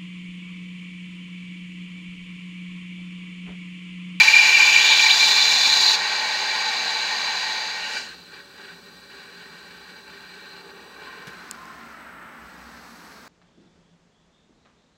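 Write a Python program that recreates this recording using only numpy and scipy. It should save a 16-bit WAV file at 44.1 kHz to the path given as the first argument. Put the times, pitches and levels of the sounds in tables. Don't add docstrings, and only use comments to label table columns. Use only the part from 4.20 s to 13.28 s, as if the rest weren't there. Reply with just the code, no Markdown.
import sys
import numpy as np
from scipy import signal
from scipy.fft import rfft, irfft
from scipy.io import wavfile
from scipy.ndimage import uniform_filter1d

SR = 44100
rng = np.random.default_rng(int(sys.argv[2]) if len(sys.argv) > 2 else 0)


def put_to_file(sound):
    columns = np.atleast_2d(sound).T
    safe = np.clip(columns, -1, 1)
    whole_steps = np.round(safe * 32767)
    wavfile.write(sys.argv[1], SR, whole_steps.astype(np.int16))


N = 400428
T = np.arange(N) / SR
F = np.maximum(np.fft.rfftfreq(N, 1 / SR), 1)
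SMOOTH_S, SHUT_S, LIFT_S = 1.752, 3.807, 7.15

# frequency in Hz, relative level in dB.
JET_SPECTRUM = [(100,-39.5),(170,-23.5),(300,-19.5),(600,-12.5),(900,-16),(1300,-9.5),(2100,-1.5),(3200,-0.5),(4300,-1.5),(5500,2),(6800,2),(8000,-8.5),(10000,-19),(15500,-21)]
RUSH_SPECTRUM = [(100, -37), (170, -15), (330, -8.5), (600, -0.5), (900, -5), (1300, -1), (2100, 4),
                 (3200, -2), (4300, -6), (6800, -10), (8000, -16.5), (10000, -30), (15500, -34)]
CHOKE_SPECTRUM = [(100,-22),(200,-10),(600,3.5),(900,-14),(1500,6.5),(2300,0),(2850,4.5),(3500,-11),(4500,-8.5),(5900,-4.5),(8200,-11),(11000,-30),(15500,-28)]
SEEP_SPECTRUM = [(100, -23), (170, -15.5), (400, 7), (650, -5), (900, -13.5), (1300, 1), (2100, -10),
                 (3200, -7), (4300, -7), (6800, -14), (8000, -13.5), (10000, -28), (15500, -38)]
ABOVE_RIM_SPECTRUM = [(100,-32),(200,-3),(480,-7.5),(850,-4),(1350,-0.5),(1800,-3),(2500,-11.5),(3300,-16),(4200,-10.5),(6500,-17),(9300,-31),(12000,-28),(15500,-32)]
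# frequency in Hz, width in Hz, boost in dB.
TANK_RESONANCES = [(180,17,-3),(233,33,9.5),(396.4,12,10),(464,31,5.5),(789,130,11.5),(876.7,62,18),(1026,90,11),(1134,50,10),(1442,72,7.5),(1553,139,15),(1682,70,11),(1861,154,15),(2050,26,1.5),(2324,254,17),(2543,51,9),(2672,44,8),(2740,22,5.5),(2789,150,10),(3020,250,10),(3230,44,-1),(3356,64,9.5),(3567,95,10.5),(3914,320,11),(4165,377,14),(4703,306,15.5),(5046,170,5),(5410,99,6),(5980,130,8),(6400,130,2.5),(6670,84,8.5),(7070,200,7),(8230,252,4.5),(8930,140,5.5),(10060,280,7.5),(11200,320,6.5),(13000,450,7.5),(14100,300,4),(15400,300,5)]
# peak time in seconds, level in dB, half-length in seconds.
WHISTLE_SURGES = [(0.012, -3.5, 0.012), (0.084, -1.5, 0.0046), (0.143, -6, 0.0075), (0.166, -6.5, 0.0096),
                  (0.197, -8.5, .009), (0.251, -9, 0.0035), (0.292, -15, 0.0069), (0.353, -9.5, 0.005),
                  (0.407, -14, 0.017), (0.564, -5.5, 0.0037), (0.732, -12.5, .006), (0.801, -7, 0.006),
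                  (0.865, -10, 0.0034), (1.033, -13, 0.005)]
# peak time in seconds, level in dB, half-length in seconds, pitch in Hz.
BUBBLE_SQUEALS = [(.70, -20, 0.068, 3950), (0.73, -22, 0.0077, 3000), (0.792, -24, .012, 3000),
                  (0.9, -15, 0.0078, 3000), (0.912, -12, 0.0076, 3800), (1.683, -19.5, 0.034, 4220)]
# start and end in seconds, body boost in dB, churn boost in dB.
LEAK_SPURTS = [(3.8, 3.95, 9, 5), (4.116, 4.21, 8.5, 4.5), (4.38, 4.544, 7.5, 4), (4.903, 5.816, 6, 2.5),
               (5.866, 6.396, 6, 2.5), (6.79, 7.25, 5, 0.5)]
# peak time in seconds, level in dB, half-length in seconds.
TUBE_SWELLS = [(6.95, -50.5, 0.23), (7.47, -46, .19)]
# start in seconds, peak level in dB, decay in seconds, pitch in Hz, width in Hz.
CAMERA_KNOCKS = [(7.07,-32.5,0.015,2200,4970),(7.071,-36.5,0.015,178,110),(7.104,-44,.001,6200,5050),(7.133,-43,.001,6000,5000),(7.3119,-21,0.00057,3980,5500),(7.455,-37,0.0007,5400,4000)]
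# frequency in Hz, relative level in dB.
ROOM_SPECTRUM = [(25,-38),(60,-18),(95,-9),(130,-7.5),(177,3.5),(203,-2),(228,1.5),(270,-3),(600,-18.5),(2000,-44),(5000,-23),(9500,-28.5),(15500,-23.5)]


def valve():
    walls = tank(echo_db=-7, echo_s=0.0062)
    flowing = blend(jet(walls), rush(walls), step(SMOOTH_S, 0.0069))
    inside = blend(flowing, seep(walls), step(SHUT_S, 0.042)) + choke(walls)
    return blend(inside, above_rim(walls), step(LIFT_S, 0.19)) + hollow_air()


def water(levels_db, response, grain_db, flutter_db):
    grains = rng.standard_normal(N) * amp(grain_db * np.clip(rng.standard_normal(N), -2, 1))
    bursts = rfft(grains) * response
    churn = 1 / (1 + (F / 1320) ** 12)
    hiss = 1 - 1 / (1 + (F / 3350) ** 12)
    bands = [(churn, 600, 1300), (1 - churn - hiss, 1400, 2100), (hiss, 3700, 7000)]
    out, shared_flutter = 0, walk(34)
    for (band, low_hz, high_hz), db in zip(bands, levels_db):
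        strength = np.sqrt(2 * np.sum(np.abs(bursts[(F > low_hz) & (F < high_hz)]) ** 2)) / N
        flutter = flutter_db * (shared_flutter + walk(52))
        out = out + irfft(bursts * band, N) / strength * amp(db + flutter)
    return out


def jet(walls, thin_db_per_s=3.5, flare_db=3):
    levels_db = -31.5, -26 - thin_db_per_s * T, -21.5 + flare_db * hump(1.064, 0.065)
    spray = amp(-49 - 6 * T) * noise(walls * resonance(12000, 7000) ** 2)
    flow = water(levels_db, walls * colour(JET_SPECTRUM), grain_db=6, flutter_db=0.48)
    return flow + spray + shriek(walls) + whistles()


def shriek(walls, grow_db_per_s=3, climb_hz_per_s=560, jump_hz=800, width_hz=460):
    bubbles = cloud(width_hz)
    hz = 2450 + climb_hz_per_s * T + jump_hz * step(.66, .09) + 110 * walk(22.19)
    in_tank = shape(at_pitch(bubbles, hz), walls)
    loudness = np.sqrt(uniform_filter1d(in_tank ** 2, size=1500))
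    squeals = sum(amp(db) * hump(at_s, half_s) * at_pitch(bubbles, squeal_hz)
                  for at_s, db, half_s, squeal_hz in BUBBLE_SQUEALS)
    sputter_db = 1.6 * walk(39)
    return in_tank / loudness * amp(-24.5 + grow_db_per_s * T + sputter_db) + squeals


def whistles(sputter_db=2.5, sputter_hz=45):
    tone = unit(signal.hilbert(ring(2378, 62) + amp(-4) * ring(2326, 82)))
    strength = np.abs(tone)
    even_tone = tone.real / (strength + 0.16)
    drive = amp(-16 + swell(0.37, 29, 11) + sputter_db * walk(sputter_hz)) * (1 - step(1.58, 0.046))
    low = (drive * (.5 + strength) + humps(WHISTLE_SURGES)) * even_tone
    middle = amp(-27 + swell(1.0, 9, 2.9)) * ring(3547, 34.5)
    high = amp(-31 + swell(0.29, 38, 11.5)) * ring(6790, 190)
    return low + middle + high


def rush(walls, sag_db_per_s=1.7):
    sag_db = sag_db_per_s * (T - SMOOTH_S)
    pinch = step(3.54, 0.18)
    levels_db = -32 - sag_db - 8 * pinch, -31 - sag_db - 7 * pinch, -26 - sag_db - 7 * pinch
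    whistle = amp(-45.5) * ring(6380, 130) * (1 - step(3.54, 0.21))
    return water(levels_db, walls * colour(RUSH_SPECTRUM), grain_db=2.5, flutter_db=-0.02) + whistle


def choke(walls, peak_s=3.775):
    body_db, hiss_db = swell(peak_s, 41, 210), swell(peak_s, 57, 114)
    levels_db = -43 + body_db, -34.5 + body_db, -35 + hiss_db
    squeak = amp(-35) * hump(3.66, .04) * ring(2850, 200)
    tail = amp(-45 + swell(3.87, 50, 55)) * (ring(4120, 400) + amp(-5) * ring(2800, 700))
    return water(levels_db, walls * colour(CHOKE_SPECTRUM), grain_db=3, flutter_db=-0.4) + squeak + tail


def seep(walls, spurt_sag_db_per_s=2.5, hiss_sag_db_per_s=0.7):
    spurt_db, splash_db = 0, 0
    for start_s, end_s, body_db, churn_db in LEAK_SPURTS:
        gate = step(start_s, .005) * (1 - step(end_s, .011))
        spurt_db += gate * (body_db - spurt_sag_db_per_s * (T - start_s))
        splash_db += gate * churn_db
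    near = step(6.36, 0.1)
    hiss_db = -52 + 0.4 * spurt_db - hiss_sag_db_per_s * (T - SHUT_S)
    levels_db = -57.5 + splash_db + 6.5 * near, -54.5 + spurt_db + 3 * near, hiss_db
    leak = water(levels_db, walls * colour(SEEP_SPECTRUM), grain_db=2.5, flutter_db=0.7)
    gurgle = amp(-63 + 1.5 * spurt_db) * ring(1580, 220)
    pipe = amp(-66.5) * ring(568, 20) + amp(-69) * ring(837, 40) + amp(-68.5) * ring(5890, 260)
    thin_whistle = amp(-49 + swell(6.35, 31, 140)) * ring(4100, 330)
    return leak + gurgle + pipe + thin_whistle


def above_rim(walls):
    away = step(8.48, 0.35)
    levels_db = -50 - away, -48 - 4.5 * away, -58.5 + 3 * away - 10 * hump(8.03, 0.25)
    faint_walls = np.abs(walls) ** 0.036
    leak = water(levels_db, faint_walls * colour(ABOVE_RIM_SPECTRUM), grain_db=4.5, flutter_db=0.13)
    airy_hiss = amp(-68) * hump(8.8, .25) * ring(11000, 2500)
    direct = leak + airy_hiss
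    lag_s = 0.00218 + 0.00111 * (T - 7)
    return direct + 0.19 * np.interp(T - lag_s, T, direct)


def tank(echo_db, echo_s):
    boost_db = sum(db / (1 + (2 * (F - hz) / width_hz) ** 2) for hz, width_hz, db in TANK_RESONANCES)
    echoes = unit(rfft(rng.standard_normal(N) * np.exp(-T / echo_s)))
    return amp(boost_db) * (1 + amp(echo_db) * echoes * F / (F + 3000))


def hollow_air(inside_hz=1590, drop_hz=250):
    hz = inside_hz - drop_hz * step(7.3, .14)
    air = unit(at_pitch(cloud(width_hz=75), hz))
    gate = step(6.85, .1) * (1 - step(8.27, .08))
    tube = humps(TUBE_SWELLS) * ring(1045, 53)
    return amp(-51.5) * gate * air + tube


def handling(click_s=7.3119, click_db=-14):
    knocks = 0
    for start_s, db, decay_s, hz, width_hz in CAMERA_KNOCKS:
        push = rng.standard_normal(N) * (T >= start_s) * np.exp(-np.abs(T - start_s) / decay_s)
        knock = shape(push, resonance(hz, width_hz) ** 2)
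        knocks += amp(db) * knock / np.abs(knock).max()
    age = np.maximum(T - click_s, 0)
    snap = age * np.exp(-age / .00006) * np.sin(2 * np.pi * 7000 * age)
    click = shape(snap, resonance(7000, 9000) ** 2)
    return knocks + amp(click_db) * click / np.abs(click).max()


def rustle(db=-56, grain_db=4):
    grains = rng.standard_normal(N) * amp(grain_db * walk(300))
    return amp(db) * hump(7.27, 0.13) * unit(shape(grains, resonance(4000, 2800) ** 2))


def whine(hz=8070, frame_hz=60, on_share=0.94, db=-67.5):
    cycle = T * frame_hz % 1
    gate = uniform_filter1d(1. * (cycle < on_share), size=40)
    tone = np.sin(2 * np.pi * (hz * T - .4 * cycle)) + 0.55 * ring(8040, 130)
    return amp(db) * unit(tone * gate)


def background(outside_db=6, swell_db=9):
    air = amp(-57) * noise(colour(ROOM_SPECTRUM))
    tank_boom = amp(-62) * ring(180.2, 17) + amp(-57) * ring(228.8, 14) * step(7.23, 0.25)
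    rumble = unit(np.sin(2 * np.pi * 62 * T + walk(3)) + 0.56 * ring(67, 26))
    rumble_db = -71 + outside_db * step(7.2, 0.45) + swell_db * hump(8.34, .18)
    return air + tank_boom + amp(rumble_db) * rumble


def amp(db):
    return 10 ** (np.asarray(db) / 20)


def unit(x):
    return x / np.sqrt(np.mean(np.abs(x) ** 2))


def colour(points):
    hz, db = np.transpose(points)
    return amp(np.interp(np.log(F), np.log(hz), db))


def shape(x, gain):
    return irfft(rfft(x) * gain, N)


def noise(gain):
    return unit(shape(rng.standard_normal(N), gain))


def resonance(hz, width_hz):
    return 1 / (1 + 1j * (F ** 2 - hz ** 2) / (F * width_hz))


def ring(hz, width_hz):
    return noise(resonance(hz, width_hz) ** 2)


def walk(rate):
    return noise(1 / (1 + (F / rate) ** 4))


def cloud(width_hz):
    return walk(width_hz) + 1j * walk(width_hz)


def at_pitch(band, hz):
    phase = 2 * np.pi * np.cumsum(np.broadcast_to(hz, N)) / SR
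    return (band * np.exp(1j * phase)).real


def step(at_s, length_s):
    return .5 + .5 * np.tanh((T - at_s) / length_s)


def blend(a, b, share):
    return a * np.sqrt(1 - share) + b * np.sqrt(share)


def hump(at_s, half_s):
    return np.exp(-np.minimum(((T - at_s) / half_s) ** 2, 50))


def humps(table):
    return sum(amp(db) * hump(at_s, half_s) for at_s, db, half_s in table)


def swell(peak_s, rise_db_per_s, fall_db_per_s):
    slope = np.where(T < peak_s, rise_db_per_s, fall_db_per_s)
    return np.maximum(-np.abs(T - peak_s) * slope, -120)


def scene():
    return (valve() + handling() + rustle() + whine() + background())[None]


def record(dry, ceiling=.95, top_hz=15750):
    rounded = dry / (1 + (dry / ceiling) ** 6) ** (1 / 6)
    return signal.sosfilt(signal.ellip(10, .1, 70, top_hz, fs=SR, output="sos"), rounded)


dry = scene()
out = record(dry)
put_to_file(out)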